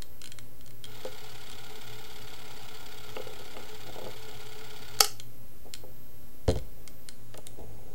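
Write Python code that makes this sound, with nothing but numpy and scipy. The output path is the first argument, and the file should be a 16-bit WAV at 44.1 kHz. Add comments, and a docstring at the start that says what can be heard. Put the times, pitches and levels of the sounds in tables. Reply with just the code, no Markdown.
"""A hand-held home-movie camera close to a desk microphone, over the air and hum of a small room.
The plastic grip creaks in tiny slips, then the trigger latches with a ping. For four seconds the gears
whirr and the claw ticks through the case about 17 times a second, joined late by dull knocks and rubs
on a wooden table. At 5 s the trigger cracks back and the motor stops. At 6.5 s the camera lands with
a chatter and a boom of the table, then is shifted a little across the wood."""
import sys
import numpy as np
from scipy import signal
from scipy.fft import rfft, irfft
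from scipy.io import wavfile

SR = 44100
rng = np.random.default_rng(int(sys.argv[2]) if len(sys.argv) > 2 else 0)


def bounce(signal):
    """Save signal as a 16-bit WAV file at the path given by the first command-line argument."""
    frames = np.transpose(np.atleast_2d(signal))
    limited = np.clip(frames, -1, 1)
    pcm = np.round(limited * 32767).astype(np.int16)
    wavfile.write(sys.argv[1], SR, pcm)


N = 350154
TIME = np.arange(N) / SR

# claw and shutter contacts within one film frame: share of the cycle, level/dB
CLAW_CONTACTS = [(.0, -8), (0.048, -5.5), (0.152, -16), (0.368, -6), (.43, -6.5), (.57, -13.5), (.86, -7),
                 (.93, -2.5)]
# resonances of the camera case: f/Hz, width/Hz, level/dB
CASE_RESONANCES = [(432, 18, 10), (705, 100, -0.5), (846, 177, 0), (1283, 56, -3), (1424, 52, 2.5),
                   (2074, 120.4, -2.5), (2290, 300, -6.5), (2903, 39, -1.5), (3170, 320, -7.5),
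                   (3900, 1100, -7), (4480, 510, -7.5), (4670, 250, -8), (5260, 180, -10.5),
                   (6270, 170, -12.5), (7280, 440, -15.5), (8900, 400, -22)]
# spectrum of the claw's bright tick: f/Hz, level/dB
TICK_COLOUR = [(700, -17.5), (2000, 2.5), (2700, -2.5), (3400, 7.5), (4050, -1), (4700, 7), (4950, -16),
               (5300, -3.5), (6500, -7), (7400, -3), (8300, -9), (9100, -7.5), (9600, -11.5), (15000, -19)]
# the trigger latches in two steps: t/s, level/dB, treble roll-off/Hz
LATCH_STEPS = [(0.8412, -40, 6000), (.853, -45.5, 6000)]
# the latch spring's ping: f/Hz, level/dB, t60/s
LATCH_MODES = [(3256, 4.5, 0.041), (3900, -15, .04)]
# the trigger springs back, hits its stop (second row) and rebounds: t/s, level/dB, t60/s
RELEASE_CONTACTS = [(5.0027, -23, 0.076), (5.0064, -4, 0.014), (5.0095, -20.5, 0.024), (5.026, -39, .025),
                    (5.0448, -18, 0.024)]
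# spectrum of the trigger's crack: f/Hz, level/dB
RELEASE_COLOUR = [(250, -34), (420, -7), (620, -22.5), (820, -9), (1000, -31), (1290, -8), (1700, -15.5),
                  (2150, -11.5), (2550, -19), (3000, -1.5), (3800, -8.5), (4500, -8), (5200, -9.5),
                  (6600, -10.5), (9500, -12), (12000, -12.5), (15500, -30.5)]
# the ring after that crack: f/Hz, level/dB, t60/s
RELEASE_MODES = [(420, -29, 0.12), (452.4, -56, 0.062), (820, -27.5, 0.051), (1300, -38, .035),
                 (2205, -29.5, 0.045), (3100, -34, .018), (4560, -11, 0.022), (5120, -6.5, .011),
                 (6500, -15.5, 0.021), (7200, -36, .02)]
# the grip creaks under the fingers: t/s, level/dB, brightness (0 dull, 1 sharp), number of slips
CREAKS = [(0.0219, -37, 0.52, 1), (0.2165, -38, 0.47, 1), (.241, -38, .38, 3), (0.3194, -37.5, 0.4, 1),
          (0.3868, -37, .35, 1), (0.662, -49.5, 0.74, 1), (1.049, -40, 0.35, 1), (1.499, -39.5, 0.4, 2),
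          (4.9902, -35.5, 0.63, 1), (5.1989, -34, .28, 1), (5.738, -34.5, 0.81, 1), (5.751, -39.5, 0.45, 1),
          (6.8763, -37.5, 0.6, 1), (7.0876, -36, 0.65, 1), (7.3424, -41.5, 0.089, 1), (7.3761, -45.5, 1, 1),
          (7.469, -41.5, 1, 1)]
# spectrum of a plastic slip: f/Hz, level/dB
SLIP_COLOUR = [(590, -33), (1000, -12.5), (1470, -10.5), (1750, -8.5), (2140, -8), (2770, -8), (3090, -7.5),
               (3590, -4.5), (4300, -3.5), (5810, -6.5), (7360, -1), (8280, -6.5), (9030, 0.5),
               (11400, -17), (13000, -27)]
# ring of the grip: f/Hz, level/dB, t60/s
GRIP_MODES = [(1474, -18.5, 0.028), (2160, -17, 0.028), (3214, -10.5, 0.024), (3490, -16, 0.032),
              (4140, -5.5, 0.015), (4870, -13, 0.0043), (7400, -2, 0.011)]
# the camera lands on a corner, tips onto the next and later rocks:
# t/s, level/dB, gap between touches/s, loss per touch/dB, number of touches
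LANDINGS = [(6.4797, -11.5, .01115, 4.5, 4), (6.5565, -23, .0157, 32, 3), (7.592, -41.5, .016, -2, 2)]
# dull knocks on the table: t/s, level/dB, treble roll-off/Hz, pitch the struck spot favours/Hz
KNOCKS = [(1.0507, -26.5, 850, 516), (3.1663, -27, 3500, 441), (3.199, -31.5, 700, 461),
          (3.269, -34.5, 600, 461), (3.567, -33, 3500, 700), (3.96, -33.5, 800, 714),
          (3.984, -30.5, 1100, 640), (4.017, -31, 900, 370), (4.066, -29.5, 1210, 635),
          (5.837, -33.5, 750, 370), (7.344, -38.5, 2470, 618), (7.382, -38, 1500, 630)]
# woody ring of the table top: f/Hz, level/dB, t60/s
TABLE_MODES = [(247, -19, 0.081), (369, -19.5, 0.13), (461.5, -1.5, 0.04), (515.4, -9, 0.12),
               (621, -5.5, 0.042), (700, -7.5, 0.028), (845, -9, 0.087), (913, -25.5, 0.078),
               (1240, -6, 0.026), (1650, -54, 0.0072), (2210, -5, 0.011), (2700, 0, 0.0091)]
# sway and boom of the whole table: f/Hz, level/dB, t60/s
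BOOM_MODES = [(24.7, -20.5, 0.86), (53.3, -16.5, 0.48), (70.6, -2, 0.1), (91, 0.5, 0.051),
              (118, -1.5, 0.089), (170, -9.5, 0.057), (262, -4, 0.038)]
# rubbing strokes on the table: t/s, length/s, level/dB
RUBS = [(3.275, 0.15, -50), (3.534, 0.068, -49), (3.854, 0.037, -44.5), (4.017, 0.059, -42),
        (4.27, 0.052, -51.5), (5.635, .06, -56), (5.83, 0.091, -62), (6.58, 0.33, -63), (7.45, 0.056, -54),
        (7.57, .04, -46), (7.675, 0.24, -54.5)]
# spectrum of the rubbing: f/Hz, level/dB
RUB_COLOUR = [(30, -1), (60, -5.5), (110, -4), (170, -15), (280, -9), (380, -4.5), (460, 0), (560, -8),
              (700, -7.5), (900, -15), (1050, -33), (2500, -34), (6000, -55)]
# spectrum of room air and microphone hiss: f/Hz, level/dB
AIR_COLOUR = [(15, 4), (60, 2), (95, -5), (170, -6.5), (260, -6.5), (370, -9), (540, -9), (700, -17),
              (1300, -21), (3000, -25), (7000, -26.5), (11000, -25), (15700, -24.5)]
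# fan hum and electrical whine: f/Hz, level/dB, width/Hz
HUMS = [(116.24, -57, 5.3), (241, -67, 17), (15735, -68.5, 8)]


def motor(start_s=.86, first_frame_s=.8943, stop_s=5.0, running_db=-49, gear_db=9.5, tick_db=-2.5):
    """Claw and shutter repeat their contacts on every frame; meshing gears whirr through the case."""
    sag_s = np.clip(TIME, 1.75, 3.95) - 1.75
    frames_per_s = 17.356 - .2836 * sag_s   # the motor slows a little under load
    frames = np.cumsum(frames_per_s) / SR
    frames -= np.interp(first_frame_s, TIME, frames)
    share, db = np.transpose(CLAW_CONTACTS)
    cycle = np.arange(int(frames[int(stop_s * SR)]) + 1)[:, None] + share
    times = np.interp(cycle, frames, TIME) + .00084 * rng.standard_normal(cycle.shape)
    gains = from_db(db + .6 * rng.standard_normal(cycle.shape))
    running = (TIME > start_s) & (TIME < stop_s)
    claw = rms_one(running * crack(pulses(times.ravel(), gains.ravel()), t60=.031))
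    teeth = rms_one(running * rng.standard_normal(N) * (rng.random(N) < 3000 / SR))
    drive = claw + from_db(gear_db) * teeth + 1e-18
    case = sum((-1) ** k * from_db(level) * resonate(drive, hz, width)
               for k, (hz, width, level) in enumerate(CASE_RESONANCES))
    whirr = rms_one(case) + from_db(tick_db) * colour(claw, TICK_COLOUR)
    spin_up_db = -6 * np.exp(-np.maximum(TIME - start_s, 0) / .067)   # swells as the gears take the load
    return from_db(running_db + spin_up_db) * rms_one(whirr) * np.sqrt(running.mean())


def trigger(crack_db=-1.5, ring_db=3.5, soft_hz=9020):
    """The trigger latches with a small ping; released, it cracks against its stop and rings the case."""
    ping = strike(LATCH_STEPS, LATCH_MODES, spread_db=1)
    contacts = sum(crack(pulses([s], [from_db(db)]), t60) for s, db, t60 in RELEASE_CONTACTS)
    impact_s = RELEASE_CONTACTS[1][0]
    ring = strike([(impact_s, ring_db, soft_hz)], RELEASE_MODES, spread_db=0)
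    return ping + from_db(crack_db) * colour(contacts, RELEASE_COLOUR) + ring


def slips(creak_gap_s=.0167, loss_db=1):
    """Fingers, trigger and landings make the shell slip: rows of t/s, level/dB, brightness."""
    creaks = [(s + k * creak_gap_s, db - k * loss_db, bright)
              for s, db, bright, count in CREAKS for k in range(round(count))]
    tightening_hand = [(s, -46.5, .3) for s in rng.uniform(.59, .71, size=3)]
    latch_clicks = [(s, db + 3, .37) for s, db, _ in LATCH_STEPS]
    # the loose shell rattles at every touch, brighter as the contacts get lighter
    rattles = [(s + k * gap, -21 + .83 * db - k * loss_db, .067 + k * .09)
               for s, db, gap, _, count in LANDINGS for k in range(round(count))]
    return creaks + tightening_hand + latch_clicks + rattles


def grip(t60=.012, dull_hz=4110, snap_db=8.5, edge_db=7, ring_db=4):
    """Plastic shells slip against each other, snap and ring briefly; softer contacts lose treble."""
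    times, db, bright = np.transpose(slips())
    sharp = crack(pulses(times, from_db(db) * bright), t60)
    dull = butter(crack(pulses(times, from_db(db) * (1 - bright)), t60), dull_hz, "low")
    edge = butter(crack(pulses(times, from_db(db) * bright ** 4), t60), 9000, "high")
    hits = np.column_stack([times, db + ring_db, dull_hz * (1 + bright)])
    ring = strike(hits, GRIP_MODES, spread_db=2)
    return from_db(snap_db) * colour(sharp + dull, SLIP_COLOUR) + from_db(edge_db) * edge + ring


def landings(top_soft_hz=553, boom_soft_hz=258, lag_s=.00164):
    """The camera chatters down: just after the shell, the top rings and the whole table booms."""
    touches = [(s + k * gap + lag_s, db - k * loss)
               for s, db, gap, loss, count in LANDINGS for k in range(round(count))]
    top = strike([(s, db, top_soft_hz) for s, db in touches], TABLE_MODES, spread_db=2, spot_hz=656)
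    boom = strike([(s, db, boom_soft_hz) for s, db in touches], BOOM_MODES, spread_db=1)
    return top + boom


def knocks():
    """Single soft blows ring the table top."""
    rows = np.array(KNOCKS)
    return strike(rows[:, :-1], TABLE_MODES, spread_db=1.5, spot_hz=rows[:, -1])


def rubbing(attack_s=.022, t60=.28, grain_db=3.5, grains_per_s=120, rumble_db=-1):
    """Stick-slip strokes swell, hold and fade; with the camera's weight on the wood they also rumble."""
    strokes = np.zeros(N)
    for s, length, db in RUBS:
        attack = np.clip((TIME - s) / attack_s, 0, 1)
        fade_db = 60 * np.clip(TIME - s - length, 0, 1) / t60
        strokes += attack * from_db(db - fade_db)
    grain = from_db(grain_db * np.interp(TIME * grains_per_s, np.arange(1000), rng.standard_normal(1000)))
    scrape = colour(rms_one(grain * rng.standard_normal(N)), RUB_COLOUR)
    rumble = rms_one(butter(rng.standard_normal(N), 120, "low"))
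    landed = TIME > LANDINGS[0][0]
    return strokes * (scrape + from_db(rumble_db) * landed * rumble)


def room(x, t60=.28, build_s=.0021):
    """Diffuse reflections build up quickly and die away."""
    t = TIME[:SR // 2]
    tail = rng.standard_normal(len(t)) * from_db(-60 * t / t60) * np.clip(t / build_s, 0, 1)
    walls = butter(tail / np.linalg.norm(tail), [200, 11000], "band")
    return signal.fftconvolve(x, walls)[:N]


def background(air_db=-53.5, whine_hz=13500.5, drop_s=7.087):
    """Room air, a wavering fan hum and a sensor whine that drops an octave as its frame rate halves."""
    air = from_db(air_db) * colour(rng.standard_normal(N), AIR_COLOUR)
    hum = np.zeros(N)
    for hz, db, width in HUMS:
        band = resonate(rng.standard_normal(N), hz, 2 * width)
        hum += from_db(db) * rms_one(resonate(band, hz, 2 * width))
    phase = 2 * np.pi * whine_hz * TIME
    high_whine = from_db(-64.5) * np.sin(phase)
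    low_whine = from_db(-74) * (np.sin(phase / 2) + .7 * np.sin(phase))
    return air + hum + np.sqrt(2) * np.where(TIME < drop_s, high_whine, low_whine)


def strike(hits, modes, spread_db, spot_hz=None):
    """Hits (t/s, level/dB, treble roll-off/Hz) ring every mode; soft contacts spare the high ones."""
    times, hit_db, soft_hz = np.transpose(hits)
    scatter_db = spread_db * rng.standard_normal((len(hits), len(modes)))
    out = np.zeros(N)
    for k, (hz, db, t60) in enumerate(modes):
        r, w = from_db(-60 / (t60 * SR)), 2 * np.pi * hz / SR
        # the struck spot lifts the mode at its favoured pitch
        spot_db = 0 if spot_hz is None else 6.5 * np.exp(-(np.log2(hz / spot_hz) / .05) ** 2)
        gains = from_db(hit_db + db + spot_db + scatter_db[:, k]) / np.sqrt(1 + (hz / soft_hz) ** 6)
        ring = signal.lfilter([0, np.sin(w)], [1, -2 * r * np.cos(w), r * r], pulses(times, gains))
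        out += resonate(ring, hz, hz / 2)   # a mode takes about a cycle to swell
    return out


def crack(pushes, t60):
    """Each push sets off a burst of tiny contacts that dies away."""
    envelope = signal.lfilter([1], [1, -from_db(-60 / (t60 * SR))], pushes)
    return envelope * rng.standard_normal(N)


def pulses(times, gains):
    """One-sample pushes at the given times."""
    return np.bincount(np.round(np.asarray(times) * SR).astype(int), gains, N)[:N] + 1e-18


def colour(x, spectrum, size=8192):
    """Minimum-phase EQ with the given curve; white noise keeps its power."""
    hz, db = np.transpose(spectrum)
    log_hz = np.log(np.maximum(np.fft.rfftfreq(size, 1 / SR), 1))
    low_cut_db = 20 * np.maximum(np.log(hz[0]) - log_hz, 0)
    curve = from_db(np.interp(log_hz, np.log(hz), db) - low_cut_db)
    cepstrum = irfft(np.log(curve))
    cepstrum[1:size // 2] *= 2
    cepstrum[size // 2 + 1:] = 0
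    response = irfft(np.exp(rfft(cepstrum)))
    return signal.fftconvolve(x, response / np.linalg.norm(response))[:N]


def resonate(x, hz, width_hz):
    """Two-pole resonance with unity gain at its peak."""
    r, w = np.exp(-np.pi * width_hz / SR), 2 * np.pi * hz / SR
    return signal.lfilter(np.array([1, 0, -1]) * (1 - r * r) / 2, [1, -2 * r * np.cos(w), r * r], x)


def butter(x, hz, kind):
    """Low-, high- or band-pass at 12 dB per octave."""
    return signal.sosfilt(signal.butter(2, hz, kind, fs=SR, output="sos"), x)


def from_db(db):
    """Decibels to gain."""
    return 10 ** (np.asarray(db) / 20)


def rms_one(x):
    """Scale to unit rms."""
    return x / np.sqrt(np.mean(x ** 2) + 1e-20)


def scene():
    """The camera is heard through the air; the table also reaches the microphone standing on it."""
    camera = motor() + grip() + trigger()
    wood = knocks() + landings() + rubbing()
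    reverb = room(from_db(-10.5) * camera + from_db(-12) * wood)
    return (camera + wood + reverb + background())[None]


def record(dry):
    """The loudest peak overloads, the top is cut, and the converter rests a little below zero."""
    ceiling, cutoff_hz, offset = .78, 16600, -.0365
    top_cut = signal.cheby2(20, 70, cutoff_hz, fs=SR, output="sos")
    return signal.sosfilt(top_cut, np.clip(dry, -ceiling, ceiling)) + offset


dry = scene()
out = record(dry)
bounce(out)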